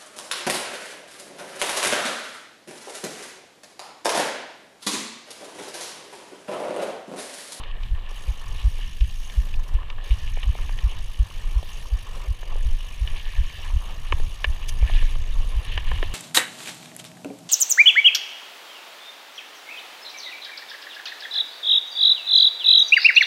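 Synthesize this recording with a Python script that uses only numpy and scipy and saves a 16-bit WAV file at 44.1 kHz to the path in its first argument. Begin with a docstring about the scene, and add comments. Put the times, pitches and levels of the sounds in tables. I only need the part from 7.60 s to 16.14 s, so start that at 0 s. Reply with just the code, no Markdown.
"""Body rumble and tyre crunch open the scene, with a sharp knock at once; heartbeats thump from 0.3 s.
A mountain bike coasts down a dirt trail, heard by a microphone in a closed housing strapped to the rider's chest.
Heart: enveloped low sines. Rumble, wind hiss: coloured noise. Tyres: noise roar and random grains. Freehub:
paired noise bursts per tooth while the pedals rest. Stones and cables: band-passed decaying knocks. A leaf: one
noise puff. Cavity resonances colour all but heart, rumble and hiss."""
import sys
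import numpy as np
from scipy import signal
from scipy.fft import rfft, irfft, next_fast_len
from scipy.io import wavfile

SR = 44100
rng = np.random.default_rng(int(sys.argv[2]) if len(sys.argv) > 2 else 0)


def persist_wave(psi):
    """Save psi, clipped to +-1, as 16-bit WAV."""
    counts = np.round(np.clip(psi, -1, 1) * 32767).astype(np.int16)
    wavfile.write(sys.argv[1], SR, np.atleast_2d(counts).T)


N = 376613

# heartbeats: [t/s, first closure level/dB]
BEATS = [(0.31, -13), (0.68, -12), (1.045, -5.5), (1.41, -6), (1.775, -5.5), (2.141, -10), (2.507, -6),
         (2.867, -8), (3.235, -8.5), (3.595, -6), (3.96, -7.5), (4.323, -9), (4.68, -14), (5.052, -9.5),
         (5.413, -10.5), (5.779, -10), (6.135, -14.5), (6.51, -17), (6.872, -11), (7.221, -4), (7.587, -19),
         (7.961, -10), (8.31, -17)]
# valve closures: [delay/s, f/Hz, half length/s]
VALVES = [(0.012, 44, 0.01), (.032, 62, 0.0097)]
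# faint edge of a beat: [delay/s, f/Hz, half length/s, level re first closure/dB]
BEAT_EDGE = (0.16, 108, 0.07, -20.5)
SECOND_VALVE_DB, SECOND_SPREAD_DB = -16, 4   # independent of the first closure

# knocks of stones and cables: [t/s, peak level/dB, pitch/octaves above 1 kHz]
KNOCKS = [(.0358, -26, 1.3), (.2329, -27.5, 3), (.512, -31.5, -1.5), (1.1885, -32, -1.1), (1.408, -20, 2.2),
          (1.498, -27.5, 1.8), (1.698, -23.5, 1.9), (1.9392, -26.5, 2), (2.186, -32, 0.2), (2.23, -29, 0),
          (2.3003, -22, 1), (2.382, -29, 0), (2.5065, -23.5, 1.9), (2.676, -25, 3), (2.771, -23, -1),
          (2.83, -20, 1.9), (2.951, -23.5, -1.1), (2.9857, -26.5, .1), (3.0921, -28.5, -.4),
          (3.187, -23, 1.3), (4.027, -24.5, -1.6), (4.829, -25.5, -.2), (4.9277, -31, -1),
          (4.9555, -25, -1), (4.975, -30.5, -0.9), (5.4744, -19, 2.2), (5.561, -26, 5), (6.0993, -30.5, 0),
          (6.5229, -8, 0.35), (6.5978, -26, -0.7), (6.843, -3.5, 4.5), (7.2245, -24, -.8),
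          (7.296, -20.5, -1.3), (7.425, -23.5, -1.4), (8.1754, -10.5, 0.5), (8.315, -14.5, -0.1),
          (8.427, -9.5, -0.2)]
# bands of a knock, top to bottom: [low f/Hz, high f/Hz, t60/s]
KNOCK_BANDS = [(1740, 3850, 0.025), (870, 1605, 0.017), (295, 800, 0.013)]
# band loss away from the pitch, less for heavy knocks: [peak level/dB, loss/(dB per octave squared)]
KNOCK_FALL = [(-17, 7.5), (-8, 3)]
THUD_FLOOR_DB = -17   # lowest band, re knock peak

# freehub, one list per coast: [t/s, tick rate/(1/s)]
COASTS = [
    [(.489, 55), (.62, 67), (.87, 42), (1.1, 76), (1.35, 52), (1.65, 69.4), (1.88, 55), (1.98, 27),
     (2.17, 13)],
    [(2.44, 58), (2.59, 68), (2.76, 48), (3.06, 64), (3.34, 54), (3.9, 53), (4.17, 76), (4.44, 48),
     (4.84, 45.4), (5.25, 51.5), (5.76, 68.5), (6.06, 66), (6.34, 54.5), (6.66, 64), (7.2, 62), (7.39, 86),
     (7.62, 55), (7.88, 70), (8.26, 43), (8.54, 54.6)],
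]
FREEHUB_DB = -33

# tyres on the trail: [t/s, dull roll level/dB, crunch level/dB]
TREAD = [(0, -32, -34), (.3, -40, -42.5), (1, -37, -40), (1.3, -46.5, -42), (2.1, -37, -42),
         (2.7, -39, -38), (4.7, -38.5, -43), (5.3, -38.5, -39), (6.4, -36.5, -39.5), (8.54, -35, -38)]
# loose gravel under the tyres: [start t/s, hold/s, crunch level/dB]
GRAVEL = [(0.933, .08, -40), (5.552, 0.34, -34), (7.256, 0.16, -29), (8.03, .3, -32)]
GRAVEL_ATTACK_S, GRAVEL_FADE_PER_HOLD = 0.018, 0.68

# a leaf whips past: [t/s, level/dB, half length/s]
LEAF = (7.092, -16, .008)

# body rumble over time: [t/s, level/dB]
BODY = [(0, -22), (.26, -21), (.55, -29), (1.2, -24.5), (2.5, -25), (3.1, -17), (3.6, -28.5), (4.2, -27.5),
        (4.8, -25.5), (5.7, -26.5), (6.4, -23), (6.58, -14.5), (6.8, -27.5), (7.4, -18.5), (7.9, -21.5),
        (8.54, -16)]
# body rumble spectrum: [f/Hz, relative level/(dB per Hz)]
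RUMBLE = [(7.1, -28), (12, 8), (27, 10.5), (44, -6), (95, -13.5), (192, -34), (285, -37.5), (400, -50),
          (520, -79), (880, -120)]

# wind hiss spectrum: [f/Hz, relative level/(dB per Hz)]
HISS = [(150, 25), (400, -5.5), (1400, 1), (4000, -3), (8000, -6.5), (15000, -11.5)]
HISS_DB = -58

# housing cavity resonances: [f/Hz, width/Hz, level/dB]
HOUSING = [(320, 330, -9.5), (456, 415, -3.5), (782, 430, -5), (1053, 350, 0.5), (1770, 265, 1.5),
           (2310, 594, -2), (2893, 623, 2), (3550, 940, -5), (4186, 230, -7.5), (4717, 355, -6),
           (5580, 680, -8), (6440, 510, -7), (7590, 1100, -17.5), (9770, 1820, -13.5), (11340, 1900, -24),
           (13700, 3900, -22.5)]
CUTOFF_HZ = 15300


def heart():
    """Two valve closures a beat shake the chest wall: sines under Gaussian envelopes."""
    out = np.zeros(N)
    t_s = np.arange(int(.1 * SR)) / SR - .03

    def swing(delay_s, hz, half_s):
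        """Sine that swells and fades around its delay."""
        since_s = t_s - delay_s
        return np.sin(2 * np.pi * hz * since_s) * np.exp(-(since_s / half_s) ** 2)

    first, second = [swing(*valve) for valve in VALVES]
    # the edge peaks past the end of t_s: only its rising flank sounds
    first = first + from_db(BEAT_EDGE[3]) * swing(*BEAT_EDGE[:3])
    seconds_db = SECOND_VALVE_DB + SECOND_SPREAD_DB * rng.standard_normal(len(BEATS))
    for (beat_s, first_db), second_db in zip(BEATS, seconds_db):
        start = int((beat_s + t_s[0]) * SR)
        out[start:start + len(t_s)] += from_db(first_db) * first + from_db(second_db) * second
    return out


def knocks():
    """Sharp contact, then a short rattle in three bands; the top band lies lower in heavy knocks."""
    out = np.zeros(N + SR)
    t_s = np.arange(int(.05 * SR)) / SR
    knock_s, peak_db, pitch_oct = np.transpose(KNOCKS)
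    starts = (knock_s * SR).astype(int)

    centres_oct = np.log2([np.sqrt(low * high) / 1000 for low, high, _ in KNOCK_BANDS])
    fall = np.interp(peak_db, *np.transpose(KNOCK_FALL))
    loss_db = fall * (centres_oct[:, None] - pitch_oct) ** 2
    bands_db = peak_db - loss_db + loss_db.min(axis=0)   # strongest band gets the knock's level
    bands_db[-1] = np.maximum(bands_db[-1], peak_db + THUD_FLOOR_DB)

    for band, (low_hz, high_hz, t60_s) in enumerate(KNOCK_BANDS):
        rattles = rng.standard_normal((len(KNOCKS), len(t_s))) * from_db(-60 * t_s / t60_s)
        rattles[:, 0] += 6   # contact
        for start, band_db, rattle in zip(starts, bands_db[band], rattles):
            shift = from_db(-.16 * (band_db + 19.0)) if band == 0 else 1   # frequency factor
            edges_hz = [low_hz * min(shift, 1.2), max(high_hz * shift, 1.3 * low_hz)]
            crack = cut(rattle, edges_hz, "band")
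            out[start:start + len(t_s)] += from_db(band_db) * crack / np.abs(crack).max()
    return out[:N]


def freehub():
    """Ratchet as a function of resonance: a pawl drops at every passing tooth, a short bright rattle."""
    t_s = np.arange(N) / SR
    drops_s = []
    for coast in COASTS:
        points_s, per_s = np.transpose(coast)
        span_s = t_s[(t_s >= points_s[0]) & (t_s < points_s[-1])]
        teeth = np.cumsum(np.interp(span_s, points_s, per_s)) / SR
        tooth_numbers = np.arange(int(teeth[-1]) + 1) + .15
        drops_s += list(np.interp(tooth_numbers, teeth, span_s) - .004)
    chance = rng.standard_normal((len(drops_s), 2))
    drops_s = np.array(drops_s) + 0.00071 * chance[:, 0]
    shared_db = FREEHUB_DB + 0.94 * chance[:, 1]

    def at(hz):
        own_db = 3.03 * rng.standard_normal(len(drops_s))   # every drop favours other resonances
        gains = from_db(shared_db + own_db)
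        # a second pawl follows 4 ms later
        both_s, both_gains = np.r_[drops_s, drops_s + .004], np.r_[gains, .7 * gains]
        ticks = bursts(both_s, both_gains, t60_s=0.048, rise_s=0.0012)
        return ticks / (1 + (3000 / hz) ** 2)
    return at


def tyres():
    """Tread as a function of resonance: roar plus clumped grit, dull below 1.4 kHz, crunchy above."""
    roll = from_db(in_time(TREAD))
    crunch = np.hypot(from_db(in_time(TREAD, 2)), gravel())
    clumps = from_db(5.0 * drift(9.8))
    lumps = from_db(2.0 * drift(7.3))

    def at(hz):
        roar = rng.standard_normal(N) * lumps * from_db(3.15 * drift(16.3))
        both = roar + from_db(-3.0) * grit(90 * clumps, spread_db=4.0)
        gain = roll if hz < 1400 else crunch
        return both * gain / (1 + (hz / 3900) ** 16.4)
    return at


def gravel():
    """Crunch gain on loose patches: each swells, holds and fades linearly."""
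    t_s = np.arange(N) / SR
    gain = np.zeros(N)
    for start_s, hold_s, db in GRAVEL:
        corners_s = np.cumsum([0, GRAVEL_ATTACK_S, hold_s, GRAVEL_FADE_PER_HOLD * hold_s])
        gain += from_db(db) * np.interp(t_s - start_s, corners_s, [0, 1, 1, 0])
    return gain


def grit(per_s, spread_db):
    """Random grains of either sign, a few much larger than the rest; rms 1."""
    sizes = from_db(spread_db * np.minimum(rng.exponential(1, N), 4)) * rng.choice([-1, 1], N)
    hits = rng.random(N) < per_s / SR
    return rms_one(sizes * hits / np.sqrt(per_s))


def leaf():
    """A passing leaf: one smooth puff of high-passed noise."""
    peak_s, db, half_s = LEAF
    shape = np.exp(-((np.arange(N) / SR - peak_s) / half_s) ** 2)
    return from_db(db) * shape * cut(rng.standard_normal(N), 4100, "high")


def body_rumble():
    """Body shake through the strap: low noise of wandering level."""
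    level_db = in_time(BODY) + 2.0 * drift(6.9) + 2.0 * drift(4.3)
    return from_db(level_db) * coloured(RUMBLE)


def wind_hiss():
    """Wind at the microphone: coloured noise of slowly wandering level."""
    return from_db(HISS_DB + 3.94 * drift(1.9)) * coloured(HISS)


def housing(common, scattered):
    """Parallel cavity resonances, steep-sided, signs alternating; scattered(hz) feeds one alone."""
    out = 0
    for k, (hz, width_hz, db) in enumerate(HOUSING):
        r = np.exp(-np.pi * width_hz / SR)
        b = (1 - r * r) / 2
        section = [b, 0, -b, 1, -2 * r * np.cos(2 * np.pi * hz / SR), r * r]
        ringing = signal.sosfilt([section, section], common + scattered(hz))
        out = out + (-1) ** k * from_db(db) * ringing
    return out


def from_db(db):
    """Gain of a level."""
    return 10 ** (np.asarray(db) / 20)


def rms_one(x):
    """Scale to unit rms."""
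    return x / np.sqrt(np.mean(x ** 2) + 1e-20)


def in_time(rows, column=1):
    """One column of a curve at every sample."""
    points = np.array(rows)
    return np.interp(np.arange(N) / SR, points[:, 0], points[:, column])


def drift(corner_hz):
    """Slow chance: noise through a double one-pole low-pass, spread 1; made at SR / 40."""
    r = np.exp(-80 * np.pi * corner_hz / SR)
    noise = rng.standard_normal(N // 40 + 2002)
    slow = signal.lfilter([1], [1, -2 * r, r * r], noise)[2000:]   # settled part
    return np.interp(np.arange(N) / 40, np.arange(len(slow)), rms_one(slow))


def coloured(spectrum):
    """Noise shaped by a spectrum in log frequency, rms 1."""
    hz, db = np.transpose(spectrum)
    size = next_fast_len(N)
    bins_hz = np.fft.rfftfreq(size, 1 / SR) + 1   # + 1 avoids log(0)
    shape = from_db(np.interp(np.log(bins_hz), np.log(hz), db, left=-80))
    return rms_one(irfft(rfft(rng.standard_normal(size)) * shape, size)[:N])


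def cut(x, hz, kind, order=2):
    """Butterworth filter."""
    return signal.sosfilt(signal.butter(order, hz, kind, fs=SR, output="sos"), x)


def bursts(times_s, gains, t60_s, rise_s):
    """Short noise bursts: quick swell, exponential fall."""
    clicks = np.full(N, 1e-18)
    np.add.at(clicks, np.clip((np.asarray(times_s) * SR).astype(int), 0, N - 1), gains)
    swell = np.exp(-1 / (rise_s * SR))
    fall = from_db(-60 / (t60_s * SR))
    shape = signal.lfilter([1 - swell], np.convolve([1, -swell], [1, -fall]), clicks)
    return shape * rng.standard_normal(N)


def scene():
    """Air sound rings in the housing; heart, rumble and hiss reach the microphone directly."""
    tread, ratchet = tyres(), freehub()
    air = housing(knocks() + leaf(), lambda hz: tread(hz) + ratchet(hz))
    return (heart() + air + body_rumble() + wind_hiss())[None]


def record(dry):
    """Steep elliptic low-pass."""
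    return signal.sosfilt(signal.ellip(10, .5, 45, CUTOFF_HZ, fs=SR, output="sos"), dry)


dry = scene()
out = record(dry)
persist_wave(out)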